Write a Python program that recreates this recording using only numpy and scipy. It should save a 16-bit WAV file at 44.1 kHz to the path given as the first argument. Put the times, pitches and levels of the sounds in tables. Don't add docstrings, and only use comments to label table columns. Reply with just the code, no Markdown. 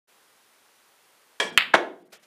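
import sys
import numpy as np
from scipy import signal
from scipy.fft import rfft, irfft
from scipy.io import wavfile
from scipy.ndimage import uniform_filter1d

SR = 44100
rng = np.random.default_rng(int(sys.argv[2]) if len(sys.argv) > 2 else 0)


def attenuation_scalar(level_db):
    decades = np.asarray(level_db, float) / 20
    return 10 ** decades


def waveform_to_disk(signal):
    frames = np.transpose(np.atleast_2d(signal))
    scaled = np.clip(frames, -1, 1) * 32767
    samples = np.round(scaled).astype(np.int16)
    wavfile.write(sys.argv[1], SR, samples)


N = 99886


def evened(x):
    return x / np.sqrt(np.mean(x ** 2) + 1e-20)


def read(points, hz):
    f, value = np.transpose(points)
    return np.interp(np.log(hz + 1), np.log(f + 1), value)


def add(mix, s, sound):
    part = mix[round(s * SR):][:len(sound)]
    part += sound[:len(part)]


def noise(shape, size):
    hz = np.fft.rfftfreq(size, 1 / SR)
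    spectrum = rfft(rng.standard_normal(size)) * attenuation_scalar(read(shape, hz))
    return evened(irfft(spectrum, size))


def ring(hz, db, t60, rise_s, size):
    t = np.arange(size) / SR
    return attenuation_scalar(db - 60 * t / t60) * np.sin(2 * np.pi * hz * t) * (1 - np.exp(-t / rise_s))


def low_pass(x, hz):
    taps = signal.firwin(255, hz, window=("kaiser", 8), fs=SR)
    return signal.oaconvolve(x, taps, "same")


def high_pass(x, hz):
    return signal.sosfilt(signal.butter(4, hz, "high", fs=SR, output="sos"), x)


def room(x, wet_db):
    # (f/Hz, t60/s)
    room_t60 = [(150, 0.32), (400, .58), (1040, 0.34), (2760, 0.33), (7280, 0.28), (15000, 0.34)]
    start_s, build_s = 0.012, 0.0034
    taps = np.zeros(SR)
    at = np.arange(0, SR - 16, 16)
    taps[at + rng.integers(0, 16, len(at))] = rng.choice([-1., 1.], len(at))
    hz, t, z = signal.stft(taps, SR, nperseg=256)
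    dying = attenuation_scalar(-60 * t / read(room_t60, hz)[:, None])
    tail = signal.istft(z * dying, SR, nperseg=256)[1]
    tail = tail * np.clip((np.arange(len(tail)) / SR - start_s) / build_s, 0, 1)
    return attenuation_scalar(wet_db) * signal.fftconvolve(x, tail / np.linalg.norm(tail))[:N]


def hiss():
    # (f/Hz, level/dB)
    hiss_shape = [(24, -65), (40, -25), (457, -2), (557, -4), (1120, -2), (7390, -12), (9480, -13),
                  (15200, -16.5)]
    hump_hz, hump_width_hz, whine_hz = 9670, 500, 12010
    t = np.arange(N) / SR
    b, a = signal.iirpeak(hump_hz, hump_hz / hump_width_hz, SR)
    hump = evened(signal.lfilter(b, a, rng.standard_normal(N)))
    whine = np.sin(2 * np.pi * whine_hz * t)
    return attenuation_scalar(-61) * noise(hiss_shape, size=N) + attenuation_scalar(-74.5) * hump + attenuation_scalar(-77) * whine


def excess(x):
    threshold_db, recover_db_s = -34.5, 32
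    power_db = 10 * np.log10(abs(uniform_filter1d(x ** 2, size=300)) + 1e-12)
    fall = np.arange(N) * recover_db_s / SR
    held_db = np.maximum.accumulate(power_db + fall) - fall
    return uniform_filter1d(np.maximum(held_db - threshold_db, 0), size=100)


def ticks():
    # (t/s, level/dB, f/Hz, t60/s)
    tick_table = [
        (1.3995, -32, 5000, .003),
        (1.4402, -30, 8000, .006),
        (2.121, -50, 2300, .008),
        (2.223, -56, 1900, .008),
    ]
    out = np.zeros(N)
    for s, db, hz, t60 in tick_table:
        add(out, s, ring(hz, db, t60, rise_s=.0003, size=2048))
    return out


def net():
    # (t/s, level/dB, rise/s, t60/s)
    rustles = [
        (2.1207, -45, 0.011, 0.23),
        (2.222, -56.5, 0.011, 0.22),
    ]
    # (f/Hz, level/dB)
    net_shape = [(59, -50), (100, -30), (648, 1), (1010, -10.5), (1310, -3), (5770, -6.5), (14400, -16.5),
                 (16000, -49)]
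    grain_db, dull_hz, sheen_t60 = 1, 3500, .15
    out, t = np.zeros(N), np.arange(SR // 4) / SR
    for s, db, rise, t60 in rustles:
        wobble = evened(uniform_filter1d(rng.standard_normal(len(t)), size=40))
        rustle = evened(attenuation_scalar(grain_db * wobble) * noise(net_shape, size=len(t)))
        late = np.maximum(t - rise, 0)
        body = low_pass(rustle, dull_hz)
        sheen = rustle - body
        mixed = body * attenuation_scalar(-60 * late / t60) + sheen * attenuation_scalar(-60 * late / sheen_t60)
        add(out, s, np.minimum(t / rise, 1) * attenuation_scalar(db) * mixed)
    return out


def thuds():
    thud_starts = [
        1.405,
        1.425,
        1.64,
        1.744,
        1.745,
    ]
    # (level/dB, f/Hz, width/Hz, t60/s)
    thud_table = [(-31, 480, 280, .3), (-44, 220, 280, 1.5), (-58.5, 190, 80, 2), (-24, 600, 360, 0.4),
                  (-26, 350, 110, 0.56)]
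    out, t = np.zeros(N), np.arange(SR) / SR
    for s, (db, hz, width, t60) in zip(thud_starts, thud_table):
        b, a = signal.iirpeak(hz, hz / width, SR)
        hump = rng.standard_normal(len(t))
        hump = signal.lfilter(b, a, signal.lfilter(b, a, hump))
        add(out, s, evened(hump) * np.minimum(t / .01, 1) * attenuation_scalar(db - 60 * t / t60))
    return out


def pocket():
    # (t/s, level/dB, f/Hz, t60/s)
    knocks = [(1.7362, -24, 1900, .008), (1.7385, -5, 1700, .006), (1.7408, 2, 1550, .008),
              (1.7408, -20, 6500, .003), (1.7443, -4, 650, .014), (1.7460, -7, 1100, .008),
              (1.7475, -8, 1400, .006), (1.7486, -6, 2000, .004), (1.7500, -7, 1800, .005),
              (1.7516, -9, 3000, .006), (1.7550, -10, 1100, .01), (1.7553, -14, 3500, .005),
              (1.7600, -18, 2000, .006), (1.7690, -18, 900, .012)]
    # (f/Hz, level/dB)
    leather_shape = [(59, -43.5), (100, -36.5), (535, 0), (910, 5), (1280, -13), (1580, 2.5),
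                     (11200, -34.5), (16000, -55.5)]
    leather_s, leather_db, rise_s, hold_s, leather_t60 = 1.738, -14, 0.0026, 0.013, 0.053
    out, t = np.zeros(N), np.arange(SR // 2) / SR
    for s, db, hz, t60 in knocks:
        add(out, s, ring(hz, db + 2.5, t60 * 0.93, rise_s=.00012, size=2048))
    fading = attenuation_scalar(leather_db - 60 * np.maximum(t - hold_s, 0) / leather_t60)
    slap = np.minimum(t / rise_s, 1) * fading * noise(leather_shape, size=len(t))
    add(out, leather_s, slap)
    return out + room(high_pass(out, 273), wet_db=-12)


def cue():
    # (f/Hz, level/dB, t60/s)
    shaft_modes = [(1677, -1, .07), (1910, -6, .06), (2310, -10.5, 0.15), (2345, -5.5, .06),
                   (3120, -5, 0.053), (3229, -3, 0.077), (3273, -2.5, 0.089), (3520, -9, .06),
                   (3975, -9.5, 0.048), (4720, -13.5, 0.033), (5313, -19.5, 0.069), (5798, -13.5, 0.027),
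                   (8050, -21.5, 0.064)]
    # (f/Hz, level/dB)
    scrape_shape = [(100, -48), (250, -13.5), (600, -5.5), (1400, -10), (3000, -15), (8800, -24),
                    (12000, -37.5), (16000, -59)]
    blow_s, blow_db, rise_s = 1.3998, -17, .0015
    scrape_db, scrape_t60 = -20.5, 0.12
    out, t = np.zeros(N), np.arange(SR // 2) / SR
    shaft = sum(ring(hz, db + blow_db, t60, rise_s, size=len(t)) for hz, db, t60 in shaft_modes)
    scrape = noise(scrape_shape, size=len(t)) * attenuation_scalar(scrape_db - 60 * t / scrape_t60)
    add(out, blow_s, shaft + scrape * np.minimum(t / rise_s, 1))
    return out + room(out, wet_db=-5)


def click(treble_db):
    contact_s, dull_hz, tilt = .000297, 6200, 3.0
    ball_hz, ball_damp, ball_low_hz = 2560, 0.36, 940
    t = np.arange(512) / SR
    s = 1j * np.fft.rfftfreq(512, 1 / SR)
    force = np.sin(np.pi * np.clip(t / contact_s, 0, 1)) ** 1.5
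    sphere = s * ball_hz / (s ** 2 + 2 * ball_damp * ball_hz * s + ball_hz ** 2)
    above = 1 / (1 + (dull_hz / (abs(s) + 1)) ** 12)
    treble = attenuation_scalar(treble_db - 0.5) * (abs(s) / dull_hz) ** tilt
    thin_bass = (s / (s + ball_low_hz)) ** 2
    lift = (1 - above + above * treble) * thin_bass
    wave = irfft(rfft(np.roll(force, 64)) * sphere * lift, len(t))
    return -wave / abs(wave).max()


def balls():
    # (t/s, level/dB, treble/dB)
    clicks = [(1.5756, -9, 8), (1.57595, 6, 9), (1.5766, 4, 2), (1.5775, -6, -5), (1.5782, -7, -5),
              (1.5794, -2, 15), (1.5802, -13, 8), (1.5810, -13, 5), (1.5821, -14, 8), (1.5826, -15, 3),
              (1.5835, -2, -12), (1.5849, -11, 3), (1.5858, -14, 3), (1.5865, -8, 3), (1.5880, -13, 3),
              (1.5920, -13, 3), (1.6093, -9, -10), (1.6135, -17, -10), (1.6219, -13, -8),
              (1.6230, -16, -10), (1.6270, -15, -10)]
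    out, first = np.zeros(N), np.zeros(N)
    lead = 64 / SR
    for s, db, treble_db in clicks:
        add(out, s - lead, attenuation_scalar(db + 2) * click(treble_db))
    first_s = clicks[0][0]
    add(first, first_s - lead, click(-0.5))
    add(first, first_s, attenuation_scalar(-30) * np.array([1., -2., 1.]))
    return out + room(first, wet_db=0)


def scene():
    shot = high_pass(cue() + balls() + pocket() + thuds(), 138.2)
    ducked_hiss = hiss() * attenuation_scalar(-.5 * excess(shot))
    return (shot + net() + ticks() + ducked_hiss)[None]


def thin_out(x):
    # (t/s, length/s, above f/Hz, keeps over level/dB)
    thin_moments = [
        (1.504, .02, 3500, -74),
        (2.03, .024, 3500, -92),
        (2.08, .024, 1200, -91),
        (2.177, .02, 3800, -83),
    ]
    hz, t, z = signal.stft(x, SR, nperseg=512, noverlap=384)
    for s, length, low_hz, db in thin_moments:
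        now = (t > s) & (t < s + length)
        level = uniform_filter1d((abs(z[:, now]) ** 2).mean(1), size=3)
        weak = (hz > low_hz) & (level < attenuation_scalar(2 * db))
        z[np.ix_(weak, now)] *= .3
    return signal.istft(z, SR, nperseg=512, noverlap=384)[1][:N]


def band_limit(x):
    return signal.sosfilt(signal.butter(12, 16610, fs=SR, output="sos"), x)


def record(dry):
    open_s, fade_in_s, clip = 0.073, 0.024, .9
    fade = np.sin(np.pi / 2 * np.clip((np.arange(N) / SR - open_s) / fade_in_s, 0, 1))
    mic = low_pass(dry[0], 15300)
    edged = low_pass(np.clip(mic * fade, -clip, clip), 16300)
    return band_limit(thin_out(edged)[None])


dry = scene()
out = record(dry)
waveform_to_disk(out)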